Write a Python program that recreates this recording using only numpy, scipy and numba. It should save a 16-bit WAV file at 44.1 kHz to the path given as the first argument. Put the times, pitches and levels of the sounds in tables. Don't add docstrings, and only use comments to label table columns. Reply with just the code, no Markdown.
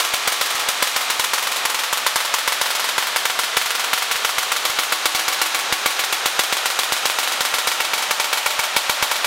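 import sys
import numpy as np
from scipy import signal
from scipy.fft import rfft, irfft
from scipy.io import wavfile
from numba import njit

SR = 44100
rng = np.random.default_rng(int(sys.argv[2]) if len(sys.argv) > 2 else 0)


def unload_wav(signal):
    wavfile.write(
        sys.argv[1],
        SR,
        np.round(np.clip(np.atleast_2d(signal).T, -1, 1) * 32767).astype(np.int16),
    )


def makeup_ratio(level_db):
    decades = np.asarray(level_db, float) / 20
    return 10 ** decades


N = 408366
LEAD = SR
TOP_HZ = 15800
ARC_ENDS_S = 1.1
BEAT_S = 0.045

# start_s, first_spark_db, later_sparks_re_first_db, first_lopsided_overload_percent of full scale
ARC_RUNS = [(0.0011, -14, -4, -0.69), (0.1375, -16, -7, 1.6), (0.275, -15, -3, 1.1),
            (0.4118, -15, -8, -0.76), (0.6866, -21, -11, 1.05), (0.8247, -14, -6, 0.17),
            (0.9624, -17, -5.5, 0.72), (1.1007, -19, -7, 0.21)]
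STREAMER_RUNS = [(1.1957, -18.5, -1.5, 1.2), (1.3345, -16, -5.5, -0.31), (1.6529, -23, -3, 0.66),
                 (1.9281, -26.5, -4, 0.69), (2.0648, -15, -7, -0.53), (2.1588, -12, -7.5, 1.21),
                 (2.34, -13, -6.5, -0.61), (2.477, -12.5, -2.5, 0.57), (2.6135, -11.5, -5, 0.6),
                 (2.9808, -15, -7.5, 0.73), (3.161, -15.5, -7, 0.65), (3.2542, -16, -4, 0.58),
                 (3.3907, -15, -5.5, -0.83), (3.5696, -5, -8, 1.6), (3.9321, -9.5, -5, -0.81)]
TUBE_TO_COIL_RUNS = [(4.113, -13.5, -6.5, 0.5), (4.2484, -12, -6, 0.5), (4.383, -14.5, -7, -1.5),
                     (4.5186, -16.5, -3, -0.5), (4.6529, -16, -7, 0.3), (4.7884, -15.5, -7, 0.5),
                     (4.9231, -15, -9, 0.4), (5.0566, -9, -5, 1), (5.1488, -11, -4, 1.3),
                     (5.281, -13, -3, 1), (5.4161, -9, -7, 0.46), (5.5467, -13.5, -6.5, 0.3),
                     (5.7248, -15.5, -9, 3), (5.8597, -6.5, -11, 1.5), (5.993, -13.5, -4, 0.44),
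                     (6.1264, -14.5, -7, 0.5), (6.2586, -12, -7, 1.2),
                     (6.3926, 0.5, -8.5, 1.2), (6.5257, -3.5, -6, 0.5), (6.6575, -5.5, -6.5, 0.6),
                   (6.7906, -6, -6.5, 0.5), (6.9222, -6, -10, 1.35), (7.0553, -5, -4.5, 0.8),
                   (7.187, -8, -5.5, 0.3), (7.4073, -13, -0.5, 1), (7.5398, -13, -2, 0.8),
                   (7.6729, -10.5, -5.5, 1), (7.8031, -14.5, -6, 0.61), (7.9348, -15.5, -5.5, 0.1),
                   (8.1094, -16, -7, 0.2), (8.1987, -15.5, -5.5, 0.5), (8.329, -15.5, -3.5, -0.1),
                   (8.4613, -13.5, -7.5, 0.5), (8.592, -17, -3.5, 1.5), (8.765, -5.5, -7, 1.51),
                   (8.8958, -5, -7, 2), (9.0258, -5, -7, 3), (9.1142, -8, -7, 0.2), (9.2449, -9.5, -5, 0.5)]
DOUBLE_MISSES = np.array([.2, .75, 3.5, 5.0, 5.66, 5.8, 6.2, 6.33, 8.7, 8.83, 8.96])
# time_s, direct_crack_re_echoes_db
FACING_MICROPHONE = [
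    (0, -20),
    (1.1, -6),
    (2, 4),
    (3.3, 3),
    (4.2, 3),
    (5, 0.5),
    (6, 3.5),
    (7.1, 6.5),
    (8, -1),
    (9.26, 4),
]
# delay_ms in arc to tube, delay_ms for free streamers, level_db
NEAR_SURFACES = [(1.99, 2.05, 3.5), (3.544, 5.2, -0.5), (3.82, 4.3, 4.5), (4.83, 8.2, -5), (5.8, 18, -25),
                 (7.83, 7.9, -3), (8.9, 12, -18), (18.5, 6.3, -11), (31, 44, -10)]
# frequency_hz, level_db (per Hz)
CRACK_COLOUR = [(30, -71), (130, -31.5), (290, -20), (330, -18), (490, -10), (800, -4), (1350, 0),
                (1700, -2), (2700, -2), (3600, -1), (4500, -4.5), (9000, -9.5), (13500, -12),
                (16500, -18.5)]
# frequency_hz, t60_s
ROOM_DECAY = [(100, 3.6), (500, 1.51), (1500, 1.105), (4000, 0.89), (8000, 0.68), (12000, 0.41),
              (16000, 0.38)]
# pitch_hz, near_big_sphere_db, near_small_coil_db, t60_s
RESONANCES = [(320.8, -9.5, -9.5, 0.56), (462, -11, -23, 0.51), (597, -19, -10, 0.39),
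              (749, -14.5, -14.5, 0.72), (846, -15.5, -8, 0.19), (900, -18, -10, 0.18),
              (1038, -8.5, -18.5, 0.21), (1126, -13.5, -15.5, 0.36), (1338, -12, -7, 0.083),
              (2260, -9.5, -4.5, 0.09)]


def firing():
    sag_db = -1.2
    later_overload, later_overload_scatter = -0.2, 0.2
    jitter_ms, spread_ms, spread_scatter_db = 0.3, 0.11, 2.5
    later_facing_db, facing_scatter_db = 2, 0.5

    runs = ARC_RUNS + STREAMER_RUNS + TUBE_TO_COIL_RUNS
    misses_s = np.asarray(DOUBLE_MISSES)
    next_starts = [run[0] for run in runs[1:]] + [runs[-1][0] + 2 * BEAT_S]
    rows = []
    for (first_s, first_db, later_db, overload), next_s in zip(runs, next_starts):
        beats = int(round((next_s - first_s) / BEAT_S))
        missed = 1 + np.sum((misses_s > first_s) & (misses_s < next_s))
        rows.append((first_s, first_db, overload, 0))
        for k in range(1, beats - missed):
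            start_s = first_s + (next_s - first_s) * k / beats
            rows.append((start_s, first_db + later_db + sag_db * (k - 1), later_overload, 1))

    start_s, level_db, overload, later = np.transpose(rows)
    chance = rng.standard_normal((4, len(start_s)))
    direct_db = np.interp(start_s, *np.transpose(FACING_MICROPHONE))
    direct_db = direct_db + later_facing_db * later + facing_scatter_db * chance[0]
    start_s = start_s + later * jitter_ms / 1000 * chance[1]
    spread = spread_ms * makeup_ratio(spread_scatter_db * chance[2])
    overload = overload + later * later_overload_scatter * chance[3]
    return np.array([start_s, level_db, spread, direct_db, overload]).T


def channel(start_s, level_db, spread_ms, count):
    place = rng.random((len(start_s), count))
    size = makeup_ratio(3.5 * rng.standard_normal((len(start_s), count)))
    size = size / np.sqrt(np.sum(size ** 2, axis=1, keepdims=True))
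    offset = np.clip(np.log(place / (1 - place)) / 2, -1.5, 1.5)
    arrival_s = start_s[:, None] + spread_ms[:, None] / 1000 * offset
    out = np.zeros(N + 2 * LEAD)
    np.add.at(out, np.round(arrival_s * SR).astype(int) + LEAD, makeup_ratio(level_db[:, None]) * size)
    return out[:N + LEAD]


def nook(start_s, level_db):
    level, t60_s, rise_ms = -15, 0.13, 4.03
    t = np.arange(SR // 4) / SR
    shape = makeup_ratio(level - 60 * t / t60_s) * (1 - np.exp(-(t * 1000 / rise_ms) ** 2))
    envelope = signal.fftconvolve(channel(start_s, level_db, 0 * start_s, count=1), shape)[:N + LEAD]
    grains = envelope * rng.standard_normal(N + LEAD) * rng.exponential(size=N + LEAD)
    return signal.lfilter(*signal.butter(1, 1520, "high", fs=SR), grains)


def on_log(table, hz):
    f, v = np.transpose(table)
    return np.interp(np.log(np.maximum(hz, 1)), np.log(f), v)


def room(along):
    level_db, rise_ms = -20, 0.83
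    bass_grows_db = 1.5
    t = np.arange(SR + SR // 2) / SR
    hz = np.fft.rfftfreq(len(t), 1 / SR)
    spectrum = rfft(rng.laplace(size=len(t)) / np.sqrt(2))
    spectrum = spectrum * makeup_ratio(bass_grows_db * (along - 0.5) / (1 + (hz / 1900) ** 2))
    band_place = 2 * np.log2(np.maximum(hz, 40) / 40)
    ring = np.zeros(len(t))
    for k in range(19):
        band = irfft(spectrum * np.clip(1 - abs(band_place - k), 0, 1))
        ring += band * makeup_ratio(-60 * t / on_log(ROOM_DECAY, 40 * 2 ** (k / 2)))
    for pitch_hz, sphere_db, coil_db, t60_s in RESONANCES:
        decay = makeup_ratio(sphere_db + along * (coil_db - sphere_db) - 60 * t / min(t60_s, 0.3))
        ring += decay * np.sin(2 * np.pi * (pitch_hz * t + rng.random()))
    return makeup_ratio(level_db) * ring * (1 - np.exp(-t * 1000 / rise_ms))


def causal(table, size):
    cep = irfft(on_log(table, np.fft.rfftfreq(size, 1 / SR)) * np.log(10) / 20)
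    cep[1:size // 2] *= 2
    cep[size // 2 + 1:] = 0
    h = irfft(np.exp(rfft(cep)))
    return h / np.sqrt(np.sum(h ** 2))


def sparks(rows):
    earlier = rows[rows[:, 0] < 0.9] - [0.917, 0, 0, 0, 0]
    start_s, level_db, spread_ms, direct_db, _ = np.vstack([earlier, rows]).T
    together = 0 * start_s

    out = channel(start_s, level_db + np.maximum(direct_db, 3), together, count=1)
    out += channel(start_s + 0.0001, level_db + direct_db, spread_ms, count=6)
    out += nook(start_s, level_db)
    out += channel(start_s, level_db - 10, 12 * spread_ms, count=8)

    for arc_ms, free_ms, echo_db in NEAR_SURFACES:
        wobble_db = 2.5 * rng.standard_normal(len(start_s))
        echo_s = start_s + np.where(start_s < ARC_ENDS_S, arc_ms, free_ms) / 1000
        smear_ms = spread_ms * (1 + free_ms / 12)
        out += channel(echo_s, level_db + echo_db + wobble_db, smear_ms, count=4)

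    places = 7
    walked = np.clip(start_s, 0, None) * SR / N
    for along in np.linspace(0, 1, places):
        share = np.clip(1 - abs(walked - along) * (places - 1), 1e-9, 1)
        clicks = channel(start_s, level_db + 10 * np.log10(share), together, count=1)
        out += signal.fftconvolve(clicks, room(along))[:len(out)]
    return signal.fftconvolve(out, causal(CRACK_COLOUR, size=2048))[:len(out)]


@njit
def follow(x, attack, release):
    e, out = 0.1, np.empty(len(x))
    for i in range(len(x)):
        e += (abs(x[i]) - e) * (attack if abs(x[i]) > e else release)
        out[i] = e
    return out


def gain_control(x, attack_ms=2.96, release_ms=81.6, ratio=22.6, top_db=-15, knee=11.3):
    ceiling = 0.63
    e = follow(x, 1000 / (attack_ms * SR), 1000 / (release_ms * SR))
    y = x * (makeup_ratio(top_db) / (e + 1e-4)) ** (1 - 1 / ratio) / ceiling
    return ceiling * y / (1 + abs(y) ** knee) ** (1 / knee)


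def thumps(start_s, overload_percent):
    push = np.zeros(N)
    push[(start_s * SR).astype(int)] = overload_percent / 100
    t = np.arange(SR // 50) / SR * 1000 / 0.51
    bump = signal.fftconvolve(push, 7.3 * t * np.exp(-t))[:N]
    return signal.sosfilt(signal.butter(1, 6, "high", fs=SR, output="sos"), bump)


def microphone_rumble():
    rumble = signal.lfilter([1], [1, -0.99], rng.standard_normal(N))
    return makeup_ratio(-71) * rumble / np.std(rumble)


def scene():
    fired = firing()
    input_top = signal.ellip(8, 0.2, 40, TOP_HZ, fs=SR, output="sos")
    driven = signal.sosfilt(input_top, sparks(fired) * makeup_ratio(20))
    low_cut = signal.butter(3, 150, "high", fs=SR, output="sos")
    thin = signal.sosfilt(low_cut, gain_control(driven))[LEAD:]
    heard = thin + thumps(fired[:, 0], fired[:, -1]) + microphone_rumble()
    return np.array([heard, heard])


def band_limit(x):
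    return signal.sosfilt(signal.butter(12, 16970, fs=SR, output="sos"), x)


def record(dry):
    spectrum = rfft(dry)
    spectrum[:, int(TOP_HZ * N / SR):] *= makeup_ratio(-45)
    mix = irfft(spectrum, N)
    return band_limit(mix)


dry = scene()
out = record(dry)
unload_wav(out)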